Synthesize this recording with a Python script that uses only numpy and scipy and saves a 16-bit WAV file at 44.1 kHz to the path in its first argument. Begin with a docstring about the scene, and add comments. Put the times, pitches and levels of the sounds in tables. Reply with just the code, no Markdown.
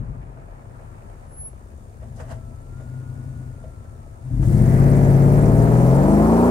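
"""A big V8 SUV with an open exhaust backs up on a forest road, tyres roaring faintly, and its brakes squeal.
It is put into drive with clunks and a brake groan, and burbles while the steering pump whines.
Then it pulls away hard: the exhaust barks, the intake rasps as the bonnet goes by and tyres hiss on grit.
Each engine cycle gives eight uneven blasts from two cylinder banks, which drive pipe lines and resonances.
Filtered noise makes the rush and hiss; from the start the trees send back dull echoes of the exhaust."""
import sys
import numpy as np
from scipy import signal
from scipy.io import wavfile
from scipy.ndimage import uniform_filter1d

SR = 44100
rng = np.random.default_rng(int(sys.argv[2]) if len(sys.argv) > 2 else 0)


def int16_out(signal):
    """Quantize to a 16-bit WAV file."""
    q = np.round(np.clip(np.atleast_2d(signal).T, -1, 1) * 32767)
    wavfile.write(sys.argv[1], SR, q.astype(np.int16))


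N = 286657
TIME = np.arange(N) / SR  # s

# Engine speed while manoeuvring. Each row: time in seconds, four-stroke cycles per second.
IDLE_SPEED = [(0, 12.3), (.45, 10.3), (1.3, 8.85), (1.6, 7.9), (2.3, 9.35), (2.55, 9.1), (2.82, 9.85),
              (3.4, 10.1), (3.8, 9.3), (4.18, 8.9)]
# Engine speed while pulling away. Each row: time in seconds, four-stroke cycles per second.
PULL_SPEED = [(4.3, 10.65), (4.45, 13.2), (4.59, 14.9), (4.89, 17.8), (5.19, 17.1), (5.69, 20.1),
              (5.86, 21.44), (6.5, 31)]
# Presses of the accelerator. Each row: start in seconds, end in seconds, depth aimed for (1 is full pull).
PRESSES = [(1.966, 2.38, 0.4), (2.64, 3.4, 0.52), (4.196, 6.6, 1)]
PEDAL_ATTACK_S, PEDAL_RELEASE_S = 0.097, 0.35
IDLE_HZ, PULL_HZ = 9.5, 17  # reference engine speeds, cycles per second

# Cylinder banks in firing order. Each entry: 0 for the near bank, 1 for the far bank.
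BANKS = np.array([0, 1, 0, 0, 1, 0, 1, 1])
# Each cylinder's blast, in firing order. Each row: level in dB, delay of its header in seconds.
CYLINDERS = [(0, 0), (-3.5, .0012), (-2.5, .0004), (0.5, -.0007), (-1.5, .0016), (-0.5, -.0003), (0, .0008),
             (0, .0019)]
# Exhaust lines. Each row: multiple of the cycle rate, then level in dB when coasting, creeping, pulling.
EXHAUST_LINES = [(2, -13, -19, -15), (3, -11, -14, -14), (4, 0, -8, -18), (5, -10, -15, -22),
                 (6, -14, -18, -3), (7, -7, -7, -18), (8, -8, -10, 0), (9, -1, -2, -11), (10, -5, -5, -3.5),
                 (11, -5, -5, -6), (12, -8, -9, -9), (13, -6, 1, -14), (14, -13, -14, -2),
                 (15, -10, -11, -12), (16, -12, -14, -10), (17, -18, -18, -7), (23, -12, -10, 1),
                 (25, -12, -10, 2), (26, -12, -10, 0), (34, -20, -20, -2)]
# Response of pipes and silencer. Each row: frequency in Hz, gain in dB.
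PIPE = [(18, -16), (26, -26), (36, -6.5), (50, 0), (70, -6.5), (90, -7.5), (110, -5), (133, -2), (160, -9),
        (195, -11.5), (235, -11.5), (280, -15.5), (400, -29), (520, -28.5), (600, -31.5), (720, -46)]
# Where the tailpipes sit in the stereo picture. Each row: time in seconds, left over right in dB.
TAILPIPE_PLACE = [(0, 6), (4.9, 5), (6.1, 4), (6.5, 1)]
# Tailpipe resonances. Each row: frequency in Hz, width in Hz, level in dB.
TAILPIPE = [(343, 80, 0.5), (447, 78.5, 0.5), (508.5, 72.5, -0.5), (583.4, 61, -2), (665.4, 50, -2.5),
            (802, 60, -16.5)]
# Brassy upper resonances that open with revs. Each row: frequency in Hz, width in Hz, level in dB.
BRASS = [(778, 102, 2.5), (982, 216, 1), (1220, 240, -3.5)]
# The silencer's low ring. Each row: frequency in Hz, width in Hz, level in dB.
SILENCER = [(238, 12.7, 2), (280, 28, -7)]
# Boom: it follows the throttle, thins at high revs, and is louder at first with the tailpipes still close.
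COAST_DB, CREEP_DB, PULL_DB, THIN_DB_PER_OCTAVE = -40.5, -32.5, -12.5, -2.5
CLOSE_DB, CLOSE_S = 12, 0.23
# Under load at low revs the exhaust lugs: lines near this pitch swell by up to this much.
LUG_HZ, LUG_WIDTH_HZ, LUG_DB = 48, 9.6, 14
FIRING_RISE_DB = 2.5  # most that high revs add to the line at the firing rate
PULL_ROUGH, REV_ROUGH = .33, .45  # blast turbulence at full load, and the most that high revs add

# Levels that grow with revs and leap as the car sets off. Each one lists: idle level in dB, idle slope in
# dB per octave of revs, pulling level in dB, pulling slope in dB per octave, rise time in seconds.
BARK_GROWTH = (-55, 3, -24.5, 6.5, 0.22)
# Rush growth: idle dB, idle dB per octave, pulling dB, pulling dB per octave, rise in seconds.
RUSH_GROWTH = (-58, 8, -38.5, 3.5, 0.17)
# Hiss growth: idle dB, idle dB per octave, pulling dB, pulling dB per octave, rise in seconds.
HISS_GROWTH = (-66.7, 4, -56.8, 3, 0.01)
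BARK_START_S, RUSH_START_S, HISS_START_S = 4.33, 4.38, 4.41
SHADE_DB, SHADE_S = -7, 0.73  # at first the body of the car shades the hiss
OPEN_HISS_DB, GRIT_RISE_DB = 7, 5  # most that a wide throttle adds to the hiss, and high revs to the grit

# Air box resonances. Each row: frequency in Hz, width in Hz, level in dB.
AIRBOX = [(1290, 340, -4), (1690, 360, -1), (2040, 250, 0.5)]
# Intake rasp and reversing roar: start in s, hold in s, attack in dB per s, release in dB per s.
INTAKE_PASS, INTAKE_DB = (4.72, 0.15, 38, 9.9), -47
REVERSING, REVERSING_DB = (.5, .65, 12, 22), -58

# Turns of the steering wheel. Each row: start in seconds, length in seconds, whine at the start in dB.
STEERING = [(0.797, .45, -66.5), (2.38, .3, -64.5), (2.743, 1.45, -60.5)]
PUMP_ORDER = 144  # whine cycles per engine cycle
PUMP_ATTACK_DB_PER_S, PUMP_SAG_DB_PER_S, PUMP_RELEASE_DB_PER_S = 90, 5, 60
# Brake squeal and groan. 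Each row: start in seconds, hold in seconds, pitch in Hz, glide in Hz per second,
# level in dB, attack in dB per second, release in dB per second, angle between the channels in radians.
BRAKE_TONES = [(1.398, 0.07, 10210, -150, -36.5, 288, 458, -2),
               (2.32, .05, 648, 85, -49.5, 1200.5, 55, 1.67)]

# Knocks of brakes, drivetrain and stones under the car. Each row: time in seconds, rattle in dB,
# swell in seconds, 60 dB decay in seconds, hollow ring in dB, scuff in dB.
CLUNKS = [(0.373, -53, 0.0022, 0.039, -47.5, -77), (0.792, -55, .001, .03, -51, -74),
          (1.098, -51, 0.0011, .03, -55, -68), (2.032, -52.5, 0.016, 0.13, -47, -74),
          (2.164, -70, .004, .08, -67, -60), (2.206, -41.5, 0.014, 0.16, -39, -55.5),
          (2.317, -40.5, 0.022, 0.16, -47.5, -53), (2.81, -56, .02, 0.16, -49, -70),
          (3.640, -56, 0.0031, 0.072, -41.5, -68), (4.431, -37.5, 0.0023, 0.044, -47, -59)]
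# What the chassis rings with. Each row: frequency in Hz, width in Hz, level in dB.
CHASSIS = [(490, 140, -9.5), (666, 66, 3.5), (854, 104, -1), (1140, 230, -7), (1552, 290, -8),
           (1940, 280, -11), (2950, 450, -20.5)]
# Hollow panels that ring on. Each row: frequency in Hz, width in Hz, level in dB.
PANELS = [(484, 31, -2), (578, 58, -4.5), (648, 19, 2)]

# Colour of the exhaust rumble. Each row: frequency in Hz, relative density in dB per Hz.
RUMBLE = [(20, -14), (40, -15), (90, 4), (135, -1.5), (200, 3.5), (300, -16.5), (600, -21.5)]
# Colour of the rush. Each row: frequency in Hz, relative density in dB per Hz.
RUSH = [(300, -7), (600, 3), (900, 1), (1200, -4.5), (1700, -9), (2100, -15), (2700, -44), (3600, -29),
        (6000, -60)]
# Colour of the tyre hiss. Each row: frequency in Hz, relative density in dB per Hz.
TYRES = [(1760, -31), (3000, -6), (3820, -7), (4910, -3.5), (7650, -1.5), (8550, 4.5), (9960, -4.5),
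         (15100, -5.5), (15800, -11)]
# Colour of the belt hiss. Each row: frequency in Hz, relative density in dB per Hz.
BELTS = [(1760, -15), (3000, -7.5), (3380, -16), (3570, -6), (3850, -13), (4190, -9.5), (6130, -8),
         (6900, -3.5), (7550, -6.5), (9040, -2), (10100, -9.5), (15100, -16), (15800, -18)]
# Colour of scuffing friction. Each row: frequency in Hz, relative density in dB per Hz.
SCUFF = [(1500, -7), (3000, -6), (5500, 2.5), (7500, 4.5), (9000, 6), (11000, -4), (15000, -20)]
# Stereo likeness of the noises. Each row: frequency in Hz, likeness of the two channels from -1 to 1.
LIKENESS = [(60, -0.3), (300, 0.92), (600, -0.62), (1200, -0.55), (4000, 0.24), (8000, -0.1), (13000, 0)]
# Stereo lean of the noises. Each row: frequency in Hz, left over right in dB.
LEAN = [(60, 3), (250, 5), (500, -7.5), (1000, 4.5), (2000, -1), (4000, -0.5), (8000, 11), (12000, 0)]
CUTOFF_HZ = 15850


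def from_db(db):
    """Decibels to gain."""
    return 10 ** (np.asarray(db) / 20)


def rms_one(x):
    """Scale to rms 1."""
    return x / np.sqrt(np.mean(x ** 2) + 1e-20)


def evened(x, size):
    """Hold the level at 1 over windows of size samples, keeping the faster throb."""
    power = uniform_filter1d(uniform_filter1d(x ** 2, size), size)
    return x / np.sqrt(power + 1e-12)


def in_time(rows):
    """One curve per column, joined by straight lines."""
    s, *columns = np.transpose(rows)
    return [np.interp(TIME, s, column) for column in columns]


def at_hz(points, hz):
    """Read a spectrum on a log-frequency axis."""
    point_hz, values = np.transpose(points)
    return np.interp(np.log(hz), np.log(point_hz), values)


def drift(rate_hz):
    """Slow random wander with spread 1, drawn once every 40 samples."""
    r = np.exp(-80 * np.pi * rate_hz / SR)
    steps = rng.standard_normal(N // 40 + 2002)
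    slow = signal.lfilter([1], [1, -2 * r, r * r], steps)[2000:]  # skip the filter's settling
    return np.interp(np.arange(N) / 40, np.arange(len(slow)), rms_one(slow))


def cut(x, hz, kind, order=2):
    """Butterworth filter."""
    return signal.sosfilt(signal.butter(order, hz, kind, fs=SR, output="sos"), x)


def resonate(x, modes):
    """Parallel resonances with alternating signs."""
    out = 0
    for k, (hz, width_hz, db) in enumerate(modes):
        r = np.exp(-np.pi * width_hz / SR)
        poles = [1, -2 * r * np.cos(2 * np.pi * hz / SR), r * r]
        gain = (-1) ** k * from_db(db) * (1 - r * r) / 2
        out = out + gain * signal.lfilter([1, 0, -1], poles, x + 1e-18)
    return out


def delayed(x, seconds):
    """The same sound a little later."""
    return np.interp(TIME - seconds, TIME, x, left=0)


def panned(x, lean_db):
    """Spread over two channels, keeping their mean gain at 1."""
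    gains = from_db(np.array([[.5], [-.5]]) * lean_db)
    return x * gains / gains.mean(axis=0)


def middle_rms(pair):
    """Rms of the middle of two channels."""
    return np.sqrt(np.mean(pair.mean(axis=0) ** 2))


def noise(spectrum, patchy_db, count=14):
    """Bands of stereo noise, each with its own level, flicker and likeness; rms 1 in the middle."""
    edges = np.geomspace(spectrum[0][0], min(spectrum[-1][0], .44 * SR), count + 1)
    out, white = 0, rng.standard_normal((2, 2, N))
    for k, (low, high) in enumerate(zip(edges, edges[1:])):
        mid, side = cut(white[k % 2], [low, high], "band")  # neighbouring bands share no noise
        hz = np.sqrt(low * high)
        alike = np.clip(at_hz(LIKENESS, hz), -1, 1)
        pair = np.sqrt(1 + alike) * mid + np.sqrt(1 - alike) * side * [[1], [-1]]
        level_db = at_hz(spectrum, hz) + patchy_db * drift(33.4)
        out = out + from_db(level_db) * panned(pair, at_hz(LEAN, hz))
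    return out / middle_rms(out)


def envelope_db(start_s, hold_s, attack, release):
    """Attack, hold at 0 dB, release; slopes in dB per s."""
    before, after = np.maximum(start_s - TIME, 0), np.maximum(TIME - start_s - hold_s, 0)
    return -attack * before - release * after


def growth(law, start_s, cycle_hz):
    """Level in dB that follows the revs and leaps from its idle to its pulling value."""
    idle_db, idle_slope, pull_db, pull_slope, rise_s = law
    load = 1 - np.exp(-np.maximum(TIME - start_s, 0) / rise_s)
    idling = idle_db + idle_slope * np.log2(cycle_hz / IDLE_HZ)
    pulling = pull_db + pull_slope * np.log2(cycle_hz / PULL_HZ)
    return (1 - load) * idling + load * pulling


def pedal():
    """Throttle 0..1: each press builds up and dies back; the deepest one counts."""
    presses = []
    for start, end, depth in PRESSES:
        build = 1 - np.exp(-np.clip(TIME - start, 0, end - start) / PEDAL_ATTACK_S)
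        presses.append(depth * build * np.exp(-np.maximum(TIME - end, 0) / PEDAL_RELEASE_S))
    return np.clip(np.max(presses, axis=0), 0, 1)


def firings(cycle, scatter_db=0.77, jitter_s=.0001):
    """One click per firing, each cylinder with its own strength and header length."""
    k = np.arange(int(cycle[-1] * len(CYLINDERS)))
    db, header_s = np.array(CYLINDERS)[k % len(CYLINDERS)].T
    chance = rng.standard_normal((len(k), 2))
    when = np.interp(k / len(CYLINDERS), cycle, TIME) + header_s + jitter_s * chance[:, 0]
    clicks = np.zeros(N)
    clicks[np.clip((when * SR).astype(int), 0, N - 1)] = from_db(db + scatter_db * chance[:, 1])
    return clicks


def puffs(clicks, puff_s=0.0027):
    """Gas flow that leaps at each firing and dies away; level 1."""
    flow = signal.lfilter([1], [1, -np.exp(-1 / (puff_s * SR))], clicks + 1e-18)
    return evened(flow, size=6000)


def boom_level_db(throttle, cycle_hz):
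    """Level of the low exhaust: set by throttle and revs, raised at first by the close tailpipes."""
    load_db = np.interp(throttle, [0, .5, 1], [COAST_DB, CREEP_DB, PULL_DB])
    thinning_db = THIN_DB_PER_OCTAVE * np.maximum(np.log2(cycle_hz / PULL_HZ), 0)
    return load_db + thinning_db + CLOSE_DB * np.exp(-(TIME / CLOSE_S) ** 2)


def boom(cycle, cycle_hz, throttle, revving, idle_waver_db=5.0, pull_waver_db=1.7, coast_tilt_db=-1.5,
         snarl_db=26):
    """Low lines of the exhaust: the uneven firing of the banks sets their timing, the pipes colour them."""
    blasts = from_db(-5 * BANKS)  # the far bank is weaker and fires a touch late
    places = np.arange(len(BANKS)) / len(BANKS) + .04 * BANKS
    waver_db = idle_waver_db + (pull_waver_db - idle_waver_db) * throttle
    coasting = np.clip(1 - 2 * throttle, 0, 1)
    lugging = np.clip(5 * throttle - 2.8, 0, 1) * np.clip((PULL_HZ - cycle_hz) / 5, 0, 1)
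    out = 0
    for order, *levels_db in EXHAUST_LINES:
        hz = order * cycle_hz
        timing = np.angle(np.sum(blasts * np.exp(-2j * np.pi * order * places)))
        # lines are held back as they pass the pipe's main resonance
        held = 2 * np.arctan((hz - 133) / 80)
        # at high revs the lines around one and a half times the firing rate snarl
        snarl = np.exp(-(order - 13) ** 2 / .6) * np.clip(2 * revving ** 2 - .35, 0, 1)
        # a closed throttle softens the blasts
        edge_db = coast_tilt_db * coasting * np.log2(order) + snarl_db * snarl
        firing_db = FIRING_RISE_DB * revving * (order == len(BANKS))
        lug_db = LUG_DB * lugging * np.exp(-((hz - LUG_HZ) / LUG_WIDTH_HZ) ** 2)
        db = np.interp(throttle, [0, .5, 1], levels_db) + at_hz(PIPE, hz)
        db = db + edge_db + firing_db + lug_db + waver_db * drift(6.1)
        wobble = .08 * drift(5)
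        out = out + from_db(db) * np.cos(2 * np.pi * order * cycle + timing - held + wobble)
    return evened(out, size=6000)


def silencer_ring(clicks, throttle, rolling, ring_db=-16):
    """Firings ring the silencer: it comes up with the throttle but fades out under full pull."""
    return from_db(ring_db) * (1 - rolling) * (0.27 + throttle) * evened(resonate(clicks, SILENCER), size=6000)


def bark(clicks, puff, throttle, revving, idle_rough=2.4, brass_db=-22, brass_rise_db=16, low_hz=270):
    """Blasts and turbulence ring the tailpipes; load clears the tone, high revs make it brassy and ragged."""
    rough = idle_rough + (PULL_ROUGH - idle_rough) * throttle + REV_ROUGH * revving
    drive = evened(clicks, size=6000) + rough * puff * rng.standard_normal(N)
    brass = from_db(brass_db + brass_rise_db * revving) * resonate(drive, BRASS)
    rings = resonate(drive, TAILPIPE) + brass
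    return evened(cut(cut(rings, low_hz, "high", order=4), 1300, "low", order=4), size=5000)


def exhaust_stereo(low, mid, bark_lean_db=0.0, bark_lag_s=0.00019, boom_lag_s=0.00028):
    """Boom and bark placed in stereo: the sound reaches the left channel first."""
    (lean_db,) = in_time(TAILPIPE_PLACE)
    low_pair = panned(np.array([low, delayed(low, boom_lag_s)]), lean_db)
    return low_pair + panned(np.array([mid, delayed(mid, bark_lag_s)]), bark_lean_db)


def rumble(low_db, throttle, idle_rumble_db=-12, pull_rumble_db=-23):
    """Low noise that follows the boom, sitting further below it as the throttle opens."""
    below_db = idle_rumble_db + (pull_rumble_db - idle_rumble_db) * throttle
    return from_db(low_db + below_db) * noise(RUMBLE, patchy_db=3.5, count=8)


def rush(cycle_hz, puff, throb=0.12):
    """Mid noise that grows with revs and throbs with the firings, joined by the tyre roar of reversing."""
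    engine = from_db(growth(RUSH_GROWTH, RUSH_START_S, cycle_hz))
    reversing = from_db(REVERSING_DB + envelope_db(*REVERSING))
    throbbing = 1 - throb + throb * puff
    return np.hypot(engine, reversing) * throbbing * noise(RUSH, patchy_db=1.87, count=10)


def intake(puff, throb=.5):
    """The cylinders gulp air in pulses that ring the air box."""
    gulps = (1 - throb + throb * puff) * rng.standard_normal((2, N))
    mid, side = rms_one(cut(resonate(gulps, AIRBOX), 2400, "low", order=4))
    return from_db(INTAKE_DB + envelope_db(*INTAKE_PASS)) * (mid + side * [[1], [-1]])


def grit(per_s=700, spread_db=1.5, low_hz=3800):
    """Small stones crackle under the tread, in each channel on their own."""
    signs = rng.choice([-1, 1], (2, N))
    sizes = from_db(spread_db * np.minimum(rng.exponential(1, (2, N)), 5)) * signs
    hits = sizes * (rng.random((2, N)) < per_s / SR)
    return rms_one(cut(cut(hits + 1e-18, low_hz, "high"), 10400, "low"))


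def hiss(cycle_hz, throttle, rolling, revving, puff, throb=0.19, grit_db=-10):
    """Belts hiss at idle; tyre noise takes over as the car pulls away, with grit crackling on top."""
    air_db = growth(HISS_GROWTH, HISS_START_S, cycle_hz) + OPEN_HISS_DB * throttle ** 3
    air_db = air_db + SHADE_DB * np.exp(-(TIME / SHADE_S) ** 2)
    belts = np.sqrt(1 - rolling) * noise(BELTS, patchy_db=0.5, count=26)
    tyres = np.sqrt(rolling) * noise(TYRES, patchy_db=2.0, count=10)
    air = (1 - throb + throb * puff) * (belts + tyres)
    return from_db(air_db) * (air + from_db(grit_db + GRIT_RISE_DB * revving) * grit())


def tone(hz, db, waver_hz, flutter_db, channel_angle):
    """A slightly unsteady whistle that reaches the two channels channel_angle radians apart."""
    phase = 2 * np.pi * np.cumsum(hz + waver_hz * drift(40)) / SR
    phase = phase + channel_angle * np.array([[.5], [-.5]])
    return np.sqrt(2) * from_db(db + flutter_db * drift(19)) * np.sin(phase)


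def pump(cycle_hz):
    """The belt-driven pump whines while the wheel is turned, most at the start of a turn."""
    turns_db = []
    for s, length_s, level_db in STEERING:
        sag_db = PUMP_SAG_DB_PER_S * np.maximum(TIME - s, 0)
        shape_db = envelope_db(s, length_s, PUMP_ATTACK_DB_PER_S, PUMP_RELEASE_DB_PER_S)
        turns_db.append(level_db - sag_db + shape_db)
    db = np.max(turns_db, axis=0)
    return tone(PUMP_ORDER * cycle_hz, db, waver_hz=13.05, flutter_db=1.8, channel_angle=1.0)


def brakes():
    """A pad sings on its disc: the tone builds up, holds and dies, gliding a little."""
    out = 0
    for s, hold_s, hz, glide, db, attack, release, angle in BRAKE_TONES:
        level_db = db + envelope_db(s, hold_s, attack, release)
        out = out + tone(hz + glide * (TIME - s), level_db, waver_hz=8.2, flutter_db=3.0, channel_angle=angle)
    return out


def clunks(side_share=1.0, panel_t60=0.23):
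    """Parts take up their slack: friction swells, rattles the chassis and leaves the panels ringing."""
    rattle, hollow, scuff = np.zeros((3, N))
    for s, rattle_db, swell_s, t60, hollow_db, scuff_db in CLUNKS:
        swell, age = np.exp(np.minimum(TIME - s, 0) / swell_s), np.maximum(TIME - s, 0)
        rattle += swell * from_db(rattle_db - 60 * age / t60)
        scuff += swell * from_db(scuff_db - 60 * age / t60)
        hollow += swell ** 2 * from_db(hollow_db - 60 * age / panel_t60)
    mid, side = rms_one(resonate(rng.standard_normal((2, N)), CHASSIS))
    chassis = mid + side_share * side * [[1], [-1]]
    panels = evened(resonate(rng.standard_normal(N), PANELS), size=1500)
    friction = noise(SCUFF, patchy_db=2.0, count=8)
    return rattle * chassis + hollow * panels + scuff * friction


def forest(x, t60=1.0, dull_hz=1500, count=24):
    """Trunks send back many weak dull echoes, others to each side."""
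    dull = cut(cut(x, dull_hz, "low"), 240, "high")
    lags = rng.uniform(.02, .4, (2, count))  # s
    return np.array([sum(from_db(-60 * lag / t60) * delayed(dull, lag) for lag in side) for side in lags])


def scene(forest_db=-22):
    """Exhaust, engine bay, tyres and chassis, heard from the roadside."""
    (cycle_hz,) = in_time([*IDLE_SPEED, *PULL_SPEED])
    cycle = .2 + np.cumsum(cycle_hz) / SR  # engine cycles run so far
    throttle = pedal()
    rolling = throttle ** 6  # near 1 only under full pull
    revving = np.clip(cycle_hz / PULL_HZ - 1, 0, 1) ** .5
    clicks = firings(cycle)
    puff = puffs(clicks)

    low_db = boom_level_db(throttle, cycle_hz)
    ring = silencer_ring(clicks, throttle, rolling)
    low = from_db(low_db) * (boom(cycle, cycle_hz, throttle, revving) + ring)
    bark_db = growth(BARK_GROWTH, BARK_START_S, cycle_hz)
    mid = from_db(bark_db) * bark(clicks, puff, throttle, revving)

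    exhaust = exhaust_stereo(low, mid) + rumble(low_db, throttle)
    air = rush(cycle_hz, puff) + rolling * intake(puff) + hiss(cycle_hz, throttle, rolling, revving, puff)
    mechanics = pump(cycle_hz) + brakes() + clunks()
    return exhaust + air + mechanics + from_db(forest_db) * forest(low + mid)


def record(dry):
    """The top is cut steeply."""
    return signal.sosfilt(signal.ellip(12, .1, 90, CUTOFF_HZ, fs=SR, output="sos"), dry)


dry = scene()
out = record(dry)
int16_out(out)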